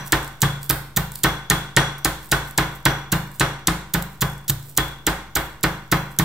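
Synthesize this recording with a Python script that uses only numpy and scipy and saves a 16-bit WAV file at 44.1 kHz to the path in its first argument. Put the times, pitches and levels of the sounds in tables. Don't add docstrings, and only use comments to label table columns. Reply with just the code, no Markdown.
import sys
import numpy as np
from scipy import signal
from scipy.fft import rfft, irfft
from scipy.io import wavfile
from scipy.ndimage import uniform_filter1d

SR = 44100
rng = np.random.default_rng(int(sys.argv[2]) if len(sys.argv) > 2 else 0)


def gain_from_db(level_db):
    decades = np.asarray(level_db, float) / 20
    return 10 ** decades


def int16_out(signal):
    q = np.round(np.clip(np.atleast_2d(signal).T, -1, 1) * 32767)
    wavfile.write(sys.argv[1], SR, q.astype(np.int16))


N = 275184
PAD = SR // 4
USUAL_DB = -21

# f/Hz, level/dB per Hz
SQUELCH = [(880, -32), (1500, -13.5), (2450, -17), (3590, -2), (4800, -6), (7250, -0.5), (12200, -6.5),
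           (13900, 0), (15900, -9), (16500, -16)]
# f/Hz, level/dB per Hz
SKINS = [(2500, -19), (4500, -6.5), (6500, -8), (8000, 2.5), (10500, -3), (12000, 0), (13500, 2),
         (16000, -6)]


def read(points, hz):
    f, value = np.transpose(points)
    return np.interp(np.log(hz + 1), np.log(f + 1), value)


def evened(x):
    return x / np.sqrt(np.mean(x ** 2) + 1e-20)


def add(mix, s, sound):
    part = mix[PAD + round(s * SR):][:len(sound)]
    part += sound[:len(part)]


def shaped(x, gain):
    size = x.shape[-1]
    return irfft(rfft(x) * gain(np.fft.rfftfreq(size, 1 / SR)), size)


def causal(db, size=2048):
    log_gain = np.log(gain_from_db(np.r_[db, db[-2:0:-1]]))
    return np.fft.ifft(np.exp(np.conj(signal.hilbert(log_gain)))).real[:size]


def mode(t, hz, db, t60, rise_ms):
    swell = 1 - np.exp(-t * 1e3 / rise_ms)
    return gain_from_db(db - 60 * t / t60) * swell * np.sin(2 * np.pi * hz * t)


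def pulp_db(hz, spray_db, body):
    return read(body, hz) + spray_db * np.clip((hz - 10500) / 2200, 0, 1)


def fizz(colour, grain_db, size=4096):
    white, clumps = rng.standard_normal((2, size))
    clumps = gain_from_db(grain_db * evened(uniform_filter1d(clumps, size=24)))
    return evened(shaped(white * clumps, lambda hz: gain_from_db(colour(hz))))


def likeness(hz):
    # f/Hz, left-right correlation/1
    same = [(100, 0.89), (640, 0.94), (1400, 0.65), (3100, 0.036), (7000, 0.052), (15000, 0.055)]
    return np.clip(read(same, hz), 0, 1)


def hush():
    # f/Hz, level/dB per Hz
    air = [(30, -3), (130, -4), (400, -16.5), (1500, -27), (6000, -33), (11000, -41.5), (13700, -35),
           (16000, -36)]
    a, b = rng.standard_normal((2, N))
    right = shaped(a, likeness) + shaped(b, lambda hz: np.sqrt(1 - likeness(hz) ** 2))
    return gain_from_db(-48.5) * evened(shaped(np.array([a, right]), lambda hz: gain_from_db(read(air, hz))))


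def crumbs():
    size = N + PAD
    ticks = rng.random(size) < 70 / SR
    sizes = gain_from_db(4.5 * np.minimum(rng.exponential(1, size), 4)) * ticks
    decay = np.exp(-np.arange(200) / 34.0)
    burst = np.convolve(sizes, decay)[:size] * rng.standard_normal(size)
    return gain_from_db(-54) * shaped(burst, lambda hz: gain_from_db(pulp_db(hz, 3.2, SKINS)))


def rustle(s, half_ms, db):
    ms = (np.arange(8192) - 4096) / SR * 1e3
    clusters = gain_from_db(5.7 * evened(uniform_filter1d(rng.standard_normal(len(ms)), size=90)))
    swell = np.exp(-(ms / max(half_ms, 2)) ** 2)
    crackle = fizz(lambda hz: pulp_db(hz, 2, SKINS), grain_db=-3.5, size=8192)
    return s - 4096 / SR, gain_from_db(db) * swell * clusters * crackle


def crush(s, rise_ms, length_ms, db, spray_db):
    end_ms = max(length_ms, rise_ms + 0.28)
    ms = np.arange(4096) / SR * 1e3 - 3
    at_ms = [-3, -.4, 0, 0.73 * rise_ms, rise_ms, rise_ms + 1.16, end_ms + 0.43, end_ms + 5, end_ms + 70]
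    level_db = np.interp(ms, at_ms, [-50, -64, -9.5, -1.0, 4.0, -1.0, -8.0, -14, -91])
    wet = fizz(lambda hz: pulp_db(hz, spray_db + 4, SQUELCH), grain_db=3.8)
    return s - .003, gain_from_db(db - 2.5 + level_db) * wet * signal.windows.tukey(len(ms), .02)


def snap(s, rise_ms, length_ms, db, spray_db):
    hz = np.fft.rfftfreq(4096, 1 / SR)
    click = causal(pulp_db(hz, 0.79 * (spray_db + 3.5), SQUELCH))
    return s + rise_ms / 1e3, gain_from_db(db + 19.5) * click / np.linalg.norm(click)


def knock(db):
    # f/Hz, width/Hz, level over the clatter/dB
    bowl = [(544, 47, 4), (788, 53, 5.5), (1033, 73, 5), (1264, 20, -2), (1527, 130, 4), (1850, 56, 2.5),
            (2140, 52, 3.5), (2820, 86, 5), (3327, 125, 5.5), (4050, 78, 5.5)]
    # f/Hz, level/dB per Hz
    clatter = [(150, -22.5), (300, -7), (620, -11), (900, -6.5), (1500, -4.5), (2200, -9), (2600, -13.5),
               (4000, -15), (5000, -18.5), (7000, -31.5), (12000, -74)]
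    hz = np.fft.rfftfreq(4096, 1 / SR)
    spot = rng.standard_normal(len(bowl))
    bumps = 0
    for (f, width, mode_db), k in zip(bowl, spot):
        bumps = bumps + (mode_db + 1.05 * k) / (1 + (2 * (hz - f) / width) ** 2)
    click = causal(read(clatter, hz) + bumps)
    click /= np.linalg.norm(click)
    ms = np.arange(2600) / SR * 1e3
    contacts = (rng.random((2, len(ms))) < .15) * rng.standard_normal((2, len(ms)))
    contacts = evened(contacts) * gain_from_db(np.interp(ms, [0, 4, 22, 59], [1.5, 1.5, -11.0, -20]))
    shared, apart = signal.fftconvolve(contacts, click[None], axes=1)
    apart = .5 * shaped(apart, lambda f: np.clip(f / 2200, 0, 1))
    return gain_from_db(db + 3.0) * np.array([shared + apart, shared - apart]), gain_from_db(db + 29) * click


def table_levels(db, low_db, high_db, hollow_db):
    low_boards = (-2.5, 4.5)
    high_boards = (2, -4.5)
    legs_db = -29 + 0.28 * (db - USUAL_DB)
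    parts = [legs_db, low_db + 0.4, hollow_db]
    planks = [low_db + k for k in low_boards] + [high_db + k for k in high_boards]
    planks[0] += 0.17 * (USUAL_DB - db)
    return np.subtract(parts, db), np.subtract(planks, db)


def shaken(db, parts_db, planks_db):
    # f/Hz, level/dB, t60/s, rise/ms
    rings = [
        [(48.6, -8, 0.39, 7.9), (53.9, 3.5, 0.46, 7.7), (63.2, 5, 0.17, 6.4), (77.4, -1.5, 0.29, 6.6)],
        [(133.3, 4, 0.17, 5.3), (175.6, -10, 0.29, 0.53)],
        [(249.7, -17, 0.35, 1), (297, -5, 0.34, 0.85), (320.6, 9, 0.11, 4.1), (318.5, -10, 0.62, 3.7)],
    ]
    # f/Hz, level/dB, t60/s, rise/ms
    planks = [(113.5, -4, 0.45, 6.7), (140, -6.5, 0.67, 2.6), (167.26, -0.5, 0.31, 2.8),
              (191.7, -5.5, 0.56, 12)]
    # f/Hz, level/dB, t60/s, rise/ms
    wall_modes = [(854, -17.5, 0.48, 7.7), (952, -18.5, 0.72, 32), (1103, -6, 0.15, 3.4),
                  (1240, -5, 0.17, 6.5), (1497, -23, 0.27, 4.5), (1491, -20, 0.64, 1.7),
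                  (1788, 2.5, 0.06, 0.44), (2216, -20.5, 0.27, 3.1)]
    grip_detune = .022
    t = np.arange(SR * 3 // 5) / SR
    landed = np.maximum(t - .004, 0)
    boards = sum(gain_from_db(k) * mode(t, *m) for m, k in zip(planks, planks_db))
    wall = 0
    for (hz, *m), k in zip(wall_modes, rng.standard_normal(len(wall_modes))):
        wall = wall + gain_from_db(2.5 * k) * mode(landed, hz * (1 + grip_detune * k), *m)
    rest = 0
    for part, k in zip(rings, parts_db):
        for m in part:
            rest = rest + gain_from_db(k + rng.standard_normal()) * mode(t, *m)
    return -gain_from_db(db + 2.5) * (boards + wall + rest)


def utensil(s, db, ring_db):
    # f/Hz, onset level over the mean/dB, t60/s, rise/ms, right-port share/1
    metal = [(3413, 16, .62, 12, 0), (3375, 15, .5, 8, -.6), (5787, 20, .38, 8, .1), (5851, 18, .6, 14, .4),
             (3235, 7, .45, 8, -.3)]
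    # level at a usual ring/dB, slope/dB per dB of ring
    ring_law = [(-45.5, .8), (-44, 1.1)]
    # level at a usual knock/dB, slope/dB per dB of knock
    shrill_law = [(-62, 2.7), (-63.5, 3.0)]
    usual_ring_db = -48
    modes_db = [usual + slope * (ring_db - usual_ring_db) for usual, slope in ring_law]
    modes_db += [usual + slope * (db - USUAL_DB) for usual, slope in shrill_law]
    modes_db.append(modes_db[1])
    t = np.arange(SR * 3 // 5) / SR
    wobble = rng.standard_normal((len(metal), len(t)))
    wobble = uniform_filter1d(uniform_filter1d(wobble, size=500), size=500)
    wobble_db = 2.5 * evened(wobble) - .5
    ringing = 0
    for m, level_db, w in zip(metal, modes_db, wobble_db):
        ringing = ringing + np.outer(gain_from_db(level_db + w) * mode(t, *m[:4]), [1, m[4]])
    return s, ringing


def peel(s, db, length_ms):
    ms = np.arange(4096) / SR * 1e3
    shape = gain_from_db(db - 2.0 - 20 * ms / max(length_ms, 1)) * (1 - np.exp(-ms / 0.27))
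    return s, shape * fizz(lambda hz: pulp_db(hz, -1, SKINS), grain_db=7.0)


def kitchen(mixes):
    # f/Hz, t60/s
    decay = [(100, 0.55), (300, 0.47), (750, 0.52), (1900, 0.56), (5000, 0.54), (13500, 0.38)]
    # f/Hz, level of room against direct/dB
    wet = [(200, 5.5), (1000, 3), (2500, 1), (6000, -8.5), (14000, -8.5)]
    taps = np.zeros((len(mixes) + 1, 2, SR * 3 // 5))
    jitter = rng.integers(0, 12, (len(taps), 2, (taps.shape[2] - 131) // 12))
    at = np.arange(130, taps.shape[2] - 12, 12) + jitter
    np.put_along_axis(taps, at, rng.choice([-1., 1.], at.shape), 2)
    hz, t, z = signal.stft(taps[:-1] + 1.6 * taps[-1], SR, nperseg=256)
    same = likeness(hz)[:, None]
    z[:, 1] = same * z[:, 0] + np.sqrt(1 - same ** 2) * z[:, 1]
    t60 = read(decay, hz)[:, None]
    tails = signal.istft(z * gain_from_db(-60 * t / t60) / np.sqrt(t60), SR, nperseg=256)[1]
    tails[..., :130] = 0
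    tails = shaped(tails / np.linalg.norm(tails[0, 0]), lambda f: gain_from_db(read(wet, f)))
    return signal.fftconvolve(mixes[:, None], tails, axes=2)[..., :mixes.shape[1]].sum(0)


def scene():
    # t/s, rise/ms, peak level/dB, fine spray above the squelch/dB
    crushes = [(0.1213, 1.3, -9.5, -5.5), (0.418, 0.71, -9, -5.5), (0.6933, 6.5, -11, 3),
               (0.9623, 11.1, -11.5, 0.5), (1.2336, 5.6, -9.5, -4), (1.499, 1.5, -7.5, -6),
               (1.7646, 1.3, -7.5, -12), (2.0458, 3, -8.5, -5.5), (2.3148, 4.8, -9, -7),
               (2.576, 3.2, -11, -5), (2.8523, 3, -11.5, -4), (3.1181, 7.5, -11.5, -2.5),
               (3.397, 0.9, -10, -10), (3.671, 2.37, -9.5, -9), (3.936, 4.2, -12.5, -1),
               (4.208, 14, -14, -2.5), (4.48, 23.7, -15, -1.5), (4.7721, 4.8, -10, -2),
               (5.066, 2.8, -11, -7), (5.3523, 4.2, -11.5, 0.5), (5.6306, 6.1, -13, -3.5),
               (5.9153, 7.5, -12.5, -0.5), (6.1874, 1.7, -9.5, -2.5)]
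    # t/s, knock/dB, low boards/dB, high boards/dB, utensil/dB
    knocks = [(0.128, -19.5, -25, -40, -50), (0.429, -22, -17.5, -22.5, -45), (0.7015, -25, -26, -34, -64),
              (0.971, -26.5, -25, -22.5, -59), (1.2433, -18.5, -24.5, -23, -43),
              (1.5059, -19.5, -24, -21.5, -43.5), (1.7697, -16, -19.5, -23.5, -40),
              (2.053, -23.5, -30, -29, -56), (2.322, -19.5, -24.5, -31, -48.5),
              (2.583, -19.5, -23.5, -23.5, -49.5), (2.8592, -17.5, -20.5, -27, -44.5),
              (3.1271, -23.5, -22.5, -19, -60), (3.4073, -18.5, -22, -26, -48.5),
              (3.68, -22.5, -30, -20, -63), (3.9455, -25, -27.5, -19.5, -64),
              (4.222, -24.5, -22.5, -24, -53), (4.4966, -36, -24, -57, -74),
              (4.7817, -22.5, -27, -33, -43.5), (5.0723, -21, -33, -26, -55),
              (5.3619, -22.5, -32, -34.5, -55), (5.6393, -21, -27, -21.5, -54),
              (5.9241, -20, -22, -19.5, -53), (6.195, -24.5, -23.5, -17.5, -52)]
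    earlier = [
        (1.4, -4, 0),
        (-15, -18, -14, -46),
    ]
    hollow = [-27, -26, -34, -31.5, -42.5, -26, -29, -33, -28, -30, -27, -26.5, -30.5, -27.5, -27.5, -33.5,
              -39, -39.5, -29, -30, -31.5, -27.5, -28, -30]
    # t/s, peak
    # level/dB, length/ms
    peels = [(0.2284, -28, 7.4), (0.245, -30, 6.8), (0.276, -28.5, 12), (0.4255, -12, 3), (0.6305, -25, 6),
             (0.7077, -1.5, 3.3), (1.1183, -23, 5.2), (1.1368, -32, 10), (1.1547, -16, 5.7),
             (1.1874, -31, 11), (1.982, -27, 3.9), (2.058, -12, 3), (2.449, -31, 6), (2.476, -31, 7.8),
             (2.5094, -32, 5.4), (3.3477, -33, 8.2), (4.024, -21.5, 4), (4.2986, -33, 6), (4.3164, -32, 6),
             (4.3327, -27.5, 6), (4.3794, -34.5, 8.9), (4.4414, -39, 8), (4.6264, -31, 5),
             (4.6927, -33, 3.8), (4.7507, -36, 3.7), (4.766, -24, 3), (4.8816, -25, 3.8), (5.0994, -22, 6),
             (5.3694, -17, 6), (6.1643, -32, 2.7)]
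    # centre t/s, half width/ms, level/dB
    rustles = [(.072, 21, -43), (.25, 20, -52), (.412, 5.4, -44), (.65, 36, -45), (1.165, 37, -44),
               (1.99, 8.5, -52), (2.25, 48, -47.5), (2.49, 23, -48.5), (2.749, 27, -50), (3.352, 42, -50),
               (4.13, 22, -56), (4.67, 71, -50), (5.149, 26, -57), (6.125, 21, -52)]
    squash_share = 0.64
    near, far, wide = crumbs(), np.zeros((4, N + PAD)), np.zeros((N + PAD, 2))
    first = [(-.16, *row) for row in earlier]
    for k, (pulp_row, knock_row) in enumerate([first, *zip(crushes, knocks)]):
        touch_s, rise_ms, *pulp = pulp_row
        s, db, low_db, high_db, ring_db = knock_row
        squash = touch_s, rise_ms, squash_share * (s - touch_s) * 1e3, *pulp
        chatter, click = knock(db)
        add(near, *crush(*squash))
        add(far[k % 4], *snap(*squash))
        add(wide, s, chatter.T)
        add(far[k % 4], s, click)
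        add(near, s - .003, shaken(db, *table_levels(db, low_db, high_db, hollow[k])))
        add(wide, *utensil(s, db, ring_db))
    for s, crackle in [peel(*row) for row in peels] + [rustle(*row) for row in rustles]:
        add(near, s, crackle)
        add(far[0], s, crackle)
    return (near + wide.T + kitchen(far))[:, PAD:] + hush()


def roll_off(x):
    return signal.sosfilt(signal.butter(12, 16790, fs=SR, output="sos"), x)


def record(dry):
    # f/Hz, left minus right level/dB
    port_db = [(60, 0.72), (2400, -1), (4400, -2.1), (8000, 3.5), (10000, 1), (12000, -6.5), (13500, -12),
               (16000, -11)]
    # f/Hz, phase lag between ports/rad
    port_lag = [(300, 0.0086), (3000, 0.43), (6500, 0.61), (9000, 1.42), (12500, 1.87), (14000, 2.4),
                (15500, 1.1)]
    side = np.array([[.5], [-.5]])
    ports = shaped(dry, lambda hz: gain_from_db(side * read(port_db, hz)) * np.exp(-1j * side * read(port_lag, hz)))
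    ports = signal.sosfilt(signal.butter(5, 44, "high", fs=SR, output="sos"), ports)
    ports = shaped(ports, lambda hz: gain_from_db(np.interp(hz, [15700, 16000, 16800], [0, -14, -38])))
    mix = np.clip(ports - .0042, -1, 1)
    return roll_off(mix)


dry = scene()
out = record(dry)
int16_out(out)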